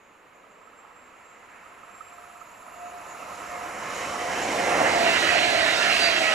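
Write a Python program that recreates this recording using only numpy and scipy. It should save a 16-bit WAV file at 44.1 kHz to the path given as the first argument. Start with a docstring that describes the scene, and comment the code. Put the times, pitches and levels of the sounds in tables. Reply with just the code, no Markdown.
"""Open country: a fast electric train rounds a bend and sweeps close past, a little to the right.
Rails sing ahead of it as wavering tones; chirps once a turn make flat spots on three wheels patter.
Bogie rumble, air rush, wheel roar and hiss swell as noise shaped by band and distance.
Fine ripples on the rail head add tones that drop in pitch as the bogies pass; flanges squeal briefly."""
import sys
import numpy as np
from scipy import signal
from scipy.io import wavfile

SR = 44100
rng = np.random.default_rng(int(sys.argv[2]) if len(sys.argv) > 2 else 0)


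def bounce(signal):
    """Save signal as a 16-bit WAV file at the path given by the first command-line argument."""
    frames = np.transpose(np.atleast_2d(signal))
    limited = np.clip(frames, -1, 1)
    pcm = np.round(limited * 32767).astype(np.int16)
    wavfile.write(sys.argv[1], SR, pcm)


N = 279939
TIME = np.arange(N) / SR
FRAME, HOP = 1024, 256  # samples
FRAME_S = np.arange(N // HOP + 2) * HOP / SR
BIN_HZ = np.maximum(np.arange(FRAME // 2 + 1) * SR / FRAME, 10)


def from_db(db):
    """Amplitude ratio of a level in dB."""
    return 10 ** (np.asarray(db) / 20)


def rms_one(x):
    """Scale to an rms of 1."""
    return x / np.sqrt(np.mean(np.abs(x) ** 2) + 1e-20)


def in_time(rows, at=TIME):
    """The columns of a curve, read at the given times."""
    s, *columns = np.transpose(rows)
    return [np.interp(at, s, column) for column in columns]


def at_hz(points, beyond=None):
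    """A spectrum read at every bin, as a column, linear over log frequency."""
    hz, value = np.transpose(points)
    return np.interp(np.log(BIN_HZ), np.log(hz), value, beyond, beyond)[:, None]


def by_distance(stages, beyond=None):
    """A spectrum that passes through its stages, far to near, as the train closes in."""
    closing_s, abreast_s = 2.7, 5.4
    nearness = np.clip((FRAME_S - closing_s) / (abreast_s - closing_s), 0, 1)
    stage = nearness * (len(stages) - 1)
    return sum(np.maximum(1 - np.abs(stage - k), 0) * at_hz(points, beyond)
               for k, points in enumerate(stages))


def passing(peak_s, peak_db, rise_db_per_s, fall_db_per_s, at=TIME):
    """Level in dB of a sound that climbs evenly to its peak and then eases off."""
    before_s = np.maximum(peak_s - at, 0)
    after_s = np.maximum(at - peak_s, 0)
    return peak_db - rise_db_per_s * before_s - fall_db_per_s * after_s


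def bell(s, length_s, at=TIME):
    """A smooth swell of height 1 around a moment."""
    return np.exp(-((at - s) / length_s) ** 2)


def surges(rows, at=TIME):
    """Extra dB from a table of brief surges and dips."""
    return sum(db * bell(s, length_s, at) for s, length_s, db in rows)


def drift(cutoff_hz, at=TIME):
    """Slow chance of spread 1: noise twice through a one-pole low-pass."""
    step_s, run_in = .001, 2000
    r = np.exp(-2 * np.pi * cutoff_hz * step_s)
    noise = rng.standard_normal(int(N / SR / step_s) + run_in)
    slow = signal.lfilter([1], [1, -2 * r, r * r], noise)[run_in:]
    return np.interp(at / step_s, np.arange(len(slow)), rms_one(slow))


def patches(cutoff_hz, count):
    """Slow chance of spread 1 over bins and frames, with independent drifts blended across bands."""
    band = np.log(BIN_HZ / BIN_HZ[0]) / np.log(BIN_HZ[-1] / BIN_HZ[0]) * (count - 1)
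    share = np.sqrt(np.maximum(1 - np.abs(band[:, None] - np.arange(count)), 0))
    return share @ np.array([drift(cutoff_hz, FRAME_S) for _ in range(count)])


def waver(hz, width_hz, rough):
    """A complex tone: a steady part plus a randomly wavering part, within a narrow band."""
    rough = np.clip(rough, 0, 1)
    wavering = (drift(width_hz) + 1j * drift(width_hz)) / np.sqrt(2)
    carrier = np.exp(2j * np.pi * np.cumsum(hz + 0 * TIME) / SR)
    return (np.sqrt(1 - rough) + np.sqrt(rough) * wavering) * carrier


def chord(lines, width_hz, rough, sharpen=1):
    """Several wavering tones, together of rms 1, all shifted in pitch by one factor."""
    return rms_one(sum(from_db(db) * waver(hz * sharpen, width_hz, rough) for hz, db in lines))


def place(tone, pan_db, lag_rad):
    """A complex tone as a stereo pair: left minus right in dB, the left side lagging."""
    left = tone * from_db(pan_db / 2) * np.exp(-1j * lag_rad)
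    right = tone / from_db(pan_db / 2)
    return np.sqrt(2) * np.real([left, right])


def white_frames():
    """Short-time spectra of white noise, unit mean power."""
    noise = rng.standard_normal(N + FRAME)
    spectra = signal.stft(noise, nperseg=FRAME, noverlap=FRAME - HOP)[2]
    return rms_one(spectra[:, :len(FRAME_S)])


def stereo_noise(power):
    """Noise with the given power per bin and frame midway between two closely spaced microphones."""
    # stages far to near, rows (frequency [Hz], diffuse share of the power [dB])
    diffuse = [
        [(60, -17), (170, -8), (400, -5.5), (600, -6.5), (1000, -4), (2700, -5.5), (4000, -3), (5900, -9),
         (7000, -4), (14000, -4)],
        [(60, -24), (250, -19), (600, -11), (1000, -5), (1600, -7), (2700, -7), (3500, -3.5), (4700, -4),
         (5900, -11), (7000, -6), (8000, -18), (14000, -19)],
        [(60, -22), (250, -13), (600, -8.5), (1000, -4), (1600, -6), (2700, -7), (3500, -3), (4700, -3),
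         (5900, -11), (7000, -5), (8000, -20), (14000, -20)],
    ]
    # stages far to near, rows (frequency [Hz], left minus right [dB])
    balance = [
        [(60, 0), (110, 0), (200, 1), (380, 1.5), (700, -1), (1290, -5), (2380, 0), (4400, -.5), (8120, -1.5),
         (15000, 1)],
        [(60, 2), (110, 0.0), (200, -1.5), (380, -0.5), (700, -0.5), (1290, -5.5), (2380, -0.5), (4400, -2),
         (8120, 0), (15000, 2)],
        [(60, 2), (110, 0.5), (200, 2), (380, -0.5), (700, -4), (1290, -12.5), (2380, -8), (4400, -5),
         (8120, 0.5), (15000, -1.5)],
    ]
    # phase by which left leads: (frequency [Hz], phase [rad])
    phase_far = [(60, 0), (350, -.05), (700, -.7), (1000, -.6), (1500, -.1), (2700, -.15), (3500, -.6),
                 (4700, -.3), (5800, 0)]
    phase_near = [(60, -.15), (170, -.55), (350, -.85), (700, -1.3), (1000, -1.3), (1400, -.55),
                  (1900, -1.25), (2300, -.95), (2900, -1.2), (3450, -2.3), (4000, -1.9), (4800, -2.6),
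                  (5600, 0)]
    alike = 1 - np.minimum(from_db(by_distance(diffuse)) ** 2, 1)
    lean = from_db(by_distance(balance) / 2)
    swing = np.interp(FRAME_S, (4.5, 5.05), [0, 1])  # the nose swings past to the side [s]
    phase = (1 - swing) * at_hz(phase_far) + swing * at_hz(phase_near)
    common = np.sqrt((1 + alike) / 2) * white_frames()
    apart = np.sqrt((1 - alike) / 2) * white_frames()
    midway = (lean ** 2 + lean ** -2 + 2 * alike * np.cos(phase)) / 4
    pair = np.array([(common + apart) * lean * np.exp(1j * phase), (common - apart) / lean])
    gain = np.sqrt(power / midway * .75)  # .75 offsets the window's noise gain
    return signal.istft(pair * gain, nperseg=FRAME, noverlap=FRAME - HOP)[1][:, :N]


def layer(stages, level_db, band_hz, flutter_db, patchy_db):
    """Power per bin and frame of one noise source, its level set within its main band."""
    colour_db = by_distance(stages, beyond=-100)
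    power = from_db(colour_db + patchy_db * patches(6.1, count=36)) ** 2
    inside = (BIN_HZ >= band_hz[0]) & (BIN_HZ <= band_hz[1])
    return power / power[inside].sum(0) * from_db(level_db + flutter_db * drift(11, FRAME_S)) ** 2


def wash():
    """Power per bin and frame of the far-off train, which grows slowly and then holds."""
    # spectrum once full: (frequency [Hz], level [dB per Hz])
    full = [(25, -104), (65, -85.5), (110, -96.5), (160, -93), (240, -87), (330, -89.5), (500, -84.5),
            (650, -85.5), (830, -84.5), (1080, -81), (1600, -84.8), (2100, -85.3), (2700, -89.3),
            (3400, -101.5), (4000, -102), (4700, -107), (7150, -107), (8400, -116), (11000, -113.5),
            (14400, -128)]
    # growth until then: (frequency [Hz], rise [dB per s])
    rise = [(25, 1), (80, 3.7), (160, 1), (450, .5), (700, 2.3), (1600, 4.5), (3600, 3.3), (6000, 4.8),
            (14000, 3.8)]
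    full_s = 1.7
    level_db = at_hz(full) - at_hz(rise) * np.maximum(full_s - FRAME_S, 0)
    return from_db(level_db) ** 2 * SR / FRAME  # per Hz to per bin


def bogie_rumble():
    """Bogies rumble: low noise that climbs to its peak and then eases off."""
    # colour, stages far to near, rows (frequency [Hz], relative level [dB per Hz])
    colour = [
        [(13, -46), (22, -19), (40, 2), (54, -5), (70, 7), (108, -8), (170, 1), (220, 2.5), (290, -30),
         (480, -120)],
        [(13, -55), (22, -46), (81, 2.5), (119, -2.5), (220, -0.5), (290, -30), (480, -120)],
    ]
    level_db = passing(4.85, -44, 10.8, 5.3, at=FRAME_S)
    return layer(colour, level_db, (25, 200), flutter_db=.3, patchy_db=.3)


def air_rush():
    """Air tears along the cars; the nose shoves a wave of it past and short buffets follow."""
    # colour, stages far to near, rows (frequency [Hz], relative level [dB per Hz])
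    colour = [
        [(140, -27), (200, -12), (280, -2), (400, -2.5), (520, 0), (660, 9.5), (800, 3.5), (920, -2),
         (1150, -33)],
        [(140, -19), (200, -9.5), (300, -1), (410, -4), (510, 6), (620, 0.5), (800, 0), (920, -1.5),
         (1150, -19)],
        [(140, -19), (210, -9.5), (300, 0.5), (420, -0.5), (520, -1.5), (660, 6.5), (780, 3.5), (900, -6),
         (1150, -27)],
    ]
    # nose wave and buffets: (time [s], length [s], extra level [dB])
    buffets = [(4.8, .3, 1.2), (4.815, .01, 5), (4.85, .008, 3), (5.03, .015, 3), (5.37, .012, 3),
               (5.53, .012, 4), (6.215, .012, 4.5), (6.31, .012, 4)]
    level_db = passing(4.72, -30.9, 13.1, 4.1, at=FRAME_S) + surges(buffets, FRAME_S)
    return layer(colour, level_db, (200, 620), flutter_db=.27, patchy_db=1.03)


def wheel_roar():
    """Wheels and rails roar; its narrow bands waver in level at random."""
    # colour, stages far to near, rows (frequency [Hz], relative level [dB per Hz])
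    colour = [
        [(700, -25), (920, 5.5), (1100, 1.5), (1320, 3.5), (1450, -5), (1750, -5.5), (2100, -9), (2700, -7),
         (3100, -18.5), (3700, -52)],
        [(700, -15), (920, -3), (1060, 2.5), (1320, -2), (1450, -3), (1750, -2.5), (2100, -1.5), (2700, -8.5),
         (3100, -10), (3700, -39)],
        [(700, -42), (920, -4.5), (1150, -6), (1350, -2.5), (1700, 2), (2100, 2), (2400, 0), (2800, -0.5),
         (3150, -5.5), (3700, -46)],
    ]
    # brief surges and dips: (time [s], length [s], extra level [dB])
    roar_surges = [(3.15, .1, 1), (3.98, .12, 1), (4.2, .08, -1), (4.56, .12, -1.8), (4.595, .012, 3.5),
                   (4.97, .07, -1.3), (5.09, .012, 2.2), (5.165, .012, 3), (5.207, .018, -4),
                   (5.285, .018, 2.8), (5.38, .012, 3), (5.53, .02, -2.8), (5.61, .012, 2), (5.68, .012, 2),
                   (5.77, .04, -1.5), (5.835, .012, 2.5), (5.91, .015, 2), (6.205, .022, -3.5)]
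    band_waver_db, band_waver_cutoff_hz = 1.9, 9
    level_db = passing(5.05, -25.5, 10.3, 0, at=FRAME_S) + surges(roar_surges, FRAME_S)
    roar = layer(colour, level_db, (900, 3200), flutter_db=.1, patchy_db=1.0)
    return roar * from_db(band_waver_db * patches(band_waver_cutoff_hz, count=200)) ** 2


def contact_hiss():
    """The contact patches of wheel and rail hiss, in brief surges."""
    # colour, stages far to near, rows (frequency [Hz], relative level [dB per Hz])
    colour = [
        [(2700, -25), (3300, -1), (3900, 2.5), (4700, -2), (6200, -1), (6800, 2.5), (7600, -3), (8300, -12),
         (9100, -10), (10500, -2.5), (12500, -5), (14200, -10), (15500, -25)],
        [(2700, -25), (3300, -3), (3900, 0), (4600, -5), (5400, 3), (6800, 1), (7800, -2.5), (9000, -9),
         (10500, -9), (12000, -17), (14200, -25), (15000, -50)],
        [(2700, -18), (3300, 2.5), (4100, 4.5), (4900, -1.5), (5800, 0), (7000, -3.5), (8000, -5.5),
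         (9000, -12.5), (10500, -14.5), (12000, -19.5), (14200, -29), (15000, -48)],
    ]
    # brief surges: (time [s], length [s], extra level [dB])
    hiss_surges = [(2.15, .28, 4), (3.35, .17, 1.8), (4.0, .12, 2.4), (4.5, .25, 2), (6.03, .1, 1.2)]
    level_db = passing(5.1, -34.1, 13.4, 0, at=FRAME_S) + surges(hiss_surges, FRAME_S)
    return layer(colour, level_db, (3300, 6300), flutter_db=.07, patchy_db=.6)


def band_swells():
    """Extra dB per bin and frame where one part of the rolling noise swells or sinks."""
    # (time [s], length [s], centre [Hz], extra level [dB])
    swells = [(.55, .2, 520, 3), (.86, .07, 900, 5), (1.55, .08, 1850, 3), (2.2, .35, 900, -2),
              (2.3, .4, 65, 4), (3.72, .07, 4000, -2), (3.97, .1, 4000, 2), (4.35, .1, 1100, 2),
              (4.81, .11, 1050, 3), (4.8, .25, 3900, -2.3), (5.8, .1, 6500, 1.8), (5.93, .06, 11000, 2.5),
              (6.28, .05, 4000, -3)]
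    width_octaves = .45
    return sum(db * bell(s, length_s, FRAME_S) * bell(np.log2(hz), width_octaves, np.log2(BIN_HZ))[:, None]
               for s, length_s, hz, db in swells)


def rolling():
    """All rolling noise in stereo; it dips briefly as the train rounds the bend."""
    dip_s, dip_length_s, dip_db = 2.58, .27, -1.7
    power = wash() + bogie_rumble() + air_rush() + wheel_roar() + contact_hiss()
    swell_db = band_swells() + dip_db * bell(dip_s, dip_length_s, FRAME_S)
    return stereo_noise(power * from_db(swell_db) ** 2)


def ripple_tones(pitch_hz):
    """Wheels drum over rail-head ripples: a tone of moving pitch and a rougher one of fixed mean pitch."""
    # abrupt swells over rougher and smoother rail: (time [s], half length [s], extra level [dB])
    swells = [(2.22, .17, 5), (2.58, .07, -6), (2.89, .105, 12), (3.08, .06, -3), (3.6, .13, 5),
              (3.87, .13, -7), (4.22, .13, 3), (4.64, .12, 4.5)]
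    second_hz = 1055
    swell_db = sum(db * np.exp(-((TIME - s) / half_s) ** 4) for s, half_s, db in swells)
    tone = from_db(passing(4.65, -36, 9.3, 11) + swell_db) * waver(pitch_hz, width_hz=12, rough=.12)
    second = from_db(passing(3.75, -48, 16, 6)) * waver(second_hz, width_hz=22, rough=.8)
    return place(tone + second, pan_db=-1.5, lag_rad=1.1)


def rail_singing(sharpen):
    """Rails sing far ahead: two surging main tones, which blur as more wheels join in, and side tones."""
    # fainter tones beside the main ones: (pitch from afar [Hz], relative level [dB])
    side_tones = [(6660, -3), (6970, -2), (7260, -1), (7320, -1), (7645, 0), (8040, -8)]
    # surges of each main tone: (time [s], length [s], extra level [dB])
    low_surges = [(.06, .13, 8), (.36, .05, 7), (.52, .04, 4), (.95, .12, -4), (1.26, .07, 5),
                  (2.0, .3, -3), (2.5, .04, 5), (2.62, .025, 6), (3.12, .05, 7), (4.0, .06, 6),
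                  (4.43, .1, 7)]
    high_surges = [(.52, .04, 5), (.65, .06, 7), (.8, .04, 12), (.98, .07, 8), (1.06, .025, 7),
                   (1.29, .08, 9), (1.53, .04, 4), (1.99, .1, 10), (2.12, .04, 10), (2.92, .1, -5)]
    low_hz, high_hz = 6725, 7398  # from afar
    singing = from_db(-1.5) * chord(side_tones, width_hz=55, rough=.98, sharpen=sharpen)
    blur = np.interp(TIME, (2, 3.8), [.2, 1])
    for hz, rows in ((low_hz, low_surges), (high_hz, high_surges)):
        singing = singing + from_db(surges(rows)) * waver(hz * sharpen, width_hz=22, rough=blur)
    return place(from_db(passing(4.5, -55, 5.7, 3)) * singing, pan_db=-5, lag_rad=.9)


def rail_shimmer(sharpen):
    """The rails' fainter singing tones above the main ones."""
    # (pitch from afar [Hz], relative level [dB])
    lines = [(8690, -12), (9360, -8), (10030, 1), (10120, -7), (10712, -3), (11365, -4), (12035, -12),
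             (12700, -13), (13370, -15), (14040, -17)]
    level = from_db(passing(4.2, -56.5, 7.4, 6))
    tones = level * chord(lines, width_hz=16, rough=.92, sharpen=sharpen)
    return place(tones, pan_db=1.5, lag_rad=.5)


def rail_song():
    """Ripple tone and singing rise together as the train turns towards the listener, then ease back."""
    # (time [s], ripple pitch [Hz])
    ripple_pitch = [(0, 703), (2.2, 706), (3.0, 708), (3.6, 710), (4.7, 713.5), (6.35, 706)]
    pitch_hz, = in_time(ripple_pitch)
    sharpen = pitch_hz / pitch_hz[0]
    return ripple_tones(pitch_hz) + rail_singing(sharpen) + rail_shimmer(sharpen)


def wheel_flats():
    """Each flat strikes once a turn; the rail spreads the blow into a chirp that settles and rings on."""
    # one row per wheel: (first blow [s], start pitch [Hz], end pitch [Hz], settling time [s])
    flats = [(.031, 1090, 1335, .005), (.009, 1370, 1120, .018), (.047, 1080, 980, .008)]
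    # force of the blows, one curve per wheel: (time [s], level [dB])
    patter = [
        [(0, -66), (.4, -58.5), (.65, -55), (1.5, -55.5), (1.8, -50.3), (2.45, -50.5), (2.6, -62), (2.9, -59),
         (3.0, -49), (3.45, -42), (4.1, -44), (6.35, -50)],
        [(0, -72), (1.6, -62), (2.5, -59), (2.65, -48.5), (2.85, -47), (3.1, -53), (3.3, -45.5), (3.65, -44),
         (4.1, -46), (6.35, -50)],
        [(0, -70), (.8, -62), (2.2, -59), (3.0, -54), (3.7, -47), (6.35, -50)],
    ]
    # extra force of the hardest knocks, one list per wheel: (time [s], level [dB])
    hard_knocks = [
        [(.67, -57), (1.135, -56), (2.005, -45.5), (2.41, -46.3), (3.223, -44.5), (4.035, -38), (4.151, -37.5)],
        [(3.318, -46), (3.9, -43)],
        [],
    ]
    turn_s = .05803
    blow_delay_s, blow_length_s = .007, .0042
    ring_delay_s, ring_length_s, ring_db = .017, .008, -9
    out = 0
    for (first_s, start_hz, end_hz, settle_s), levels, knocks in zip(flats, patter, hard_knocks):
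        turns_s = np.arange(first_s, N / SR, turn_s)
        scatter_db = .7 * rng.standard_normal(len(turns_s))
        force = from_db(in_time(levels, turns_s)[0] + scatter_db)
        for s, db in knocks:
            force[np.argmin(np.abs(turns_s - s))] += from_db(db)
        turn, age_s = np.divmod(np.maximum(TIME - first_s, 0), turn_s)
        blow = bell(blow_delay_s, blow_length_s, age_s)
        ring = from_db(ring_db) * bell(ring_delay_s, ring_length_s, age_s)
        pitch_hz = end_hz + (start_hz - end_hz) * np.exp(-age_s / settle_s)
        out = out + force[turn.astype(int)] * (blow + ring) * waver(pitch_hz, width_hz=70, rough=.07)
    return place(out, pan_db=-14, lag_rad=.5)


def microphone_hiss():
    """A faint even hiss, partly shared by both sides; the near train drowns it."""
    shared = rng.standard_normal(N)
    own = .65 * rng.standard_normal((2, N))
    return from_db(-78) * (shared + own)


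def ripple_overtones():
    """Ripple overtones swell in turn: sharp from wheels that come, flat from wheels that leave."""
    # (pitch [Hz], relative level [dB])
    coming_lines = [(1378, 1), (2056, 1), (2740, -3)]
    leaving_lines = [(1288, -4), (1934, 3), (2584, -2), (3236, -9)]
    # (time [s], length [s], level [dB])
    coming_swells = [(4.77, .18, -34), (5.13, .1, -37), (5.5, .1, -39), (5.83, .13, -34)]
    leaving_swells = [(5.29, .1, -30.5), (5.65, .12, -35), (5.95, .1, -37), (6.3, .1, -29.5)]
    coming = sum(from_db(db) * bell(s, length_s) for s, length_s, db in coming_swells)
    leaving = sum(from_db(db) * bell(s, length_s) for s, length_s, db in leaving_swells)
    tones = coming * chord(coming_lines, width_hz=9, rough=.35)
    tones = tones + leaving * chord(leaving_lines, width_hz=9, rough=.3)
    return place(tones, pan_db=-8, lag_rad=.8)


def sliding_strands():
    """Overlapping strands of the ripple tone slide down by the Doppler effect as the bogies pass."""
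    # (middle of the slide [s], loudest [s], length [s], level [dB])
    strands = [(5.04, 5.06, .12, -28.5), (5.08, 4.86, .15, -34), (5.41, 5.35, .08, -31.5),
               (5.53, 5.6, .07, -28.5), (5.66, 5.46, .13, -31), (5.83, 6.27, .17, -32),
               (5.95, 5.86, .08, -30), (6.09, 6.04, .08, -30), (6.42, 6.3, .06, -35)]
    middle_hz, doppler_share, sweep_s = 678, .06, .17
    slides = 0
    for middle_s, loudest_s, length_s, db in strands:
        pitch_hz = middle_hz * (1 - doppler_share * np.tanh((TIME - middle_s) / sweep_s))
        tone = waver(pitch_hz, width_hz=14, rough=.2)
        slides = slides + from_db(db) * bell(loudest_s, length_s) * tone
    return place(slides, pan_db=-3, lag_rad=1.2)


def flanges():
    """A flange catches the rail and rings one wheel mode, fading and falling ever more slowly in pitch."""
    # (start [s], length [s], pitch [Hz], initial glide [Hz per s], width [Hz], level [dB])
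    squeals = [(5.05, .1, 2760, -500, 70, -29), (5.09, .06, 2630, -500, 40, -29),
               (5.15, .07, 3880, -600, 45, -35), (5.345, .05, 1605, -400, 20, -29),
               (5.345, .11, 4230, -1900, 60, -31), (5.41, .12, 2810, -400, 50, -28.5),
               (5.475, .05, 1685, -300, 25, -28.5), (5.48, .17, 4180, -1300, 70, -35),
               (5.61, .09, 3860, -900, 40, -33), (5.68, .12, 3760, -500, 55, -33),
               (5.72, .28, 5330, -2200, 70, -38.5), (5.89, .15, 2760, -500, 70, -29.5),
               (5.89, .13, 4230, -1200, 90, -33.5), (6.0, .15, 4060, -1000, 95, -30),
               (5.992, .13, 4840, -3300, 15, -25), (6.11, .14, 3310, -800, 45, -34)]
    attack_s, glide_s = .012, .15
    out = 0
    for s, length_s, hz, glide_hz_per_s, width_hz, db in squeals:
        since_s = np.clip(TIME - s, 0, 3 * length_s)
        envelope = (1 - np.exp(-since_s / attack_s)) * np.exp(-(since_s / length_s) ** 2)
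        pitch_hz = hz + glide_hz_per_s * glide_s * np.tanh(since_s / glide_s)
        out = out + from_db(db) * envelope * waver(pitch_hz, width_hz, rough=width_hz / 90)
    return place(out, pan_db=-6, lag_rad=1.9)


def scene():
    """The whole pass, in stereo."""
    far = rail_song() + wheel_flats() + microphone_hiss()
    near = ripple_overtones() + sliding_strands() + flanges()
    return rolling() + far + near


def record(dry):
    """The top is cut steeply by an elliptic low-pass."""
    cutoff_hz = 15300
    return signal.sosfilt(signal.ellip(10, .1, 80, cutoff_hz, fs=SR, output="sos"), dry)


dry = scene()
out = record(dry)
bounce(out)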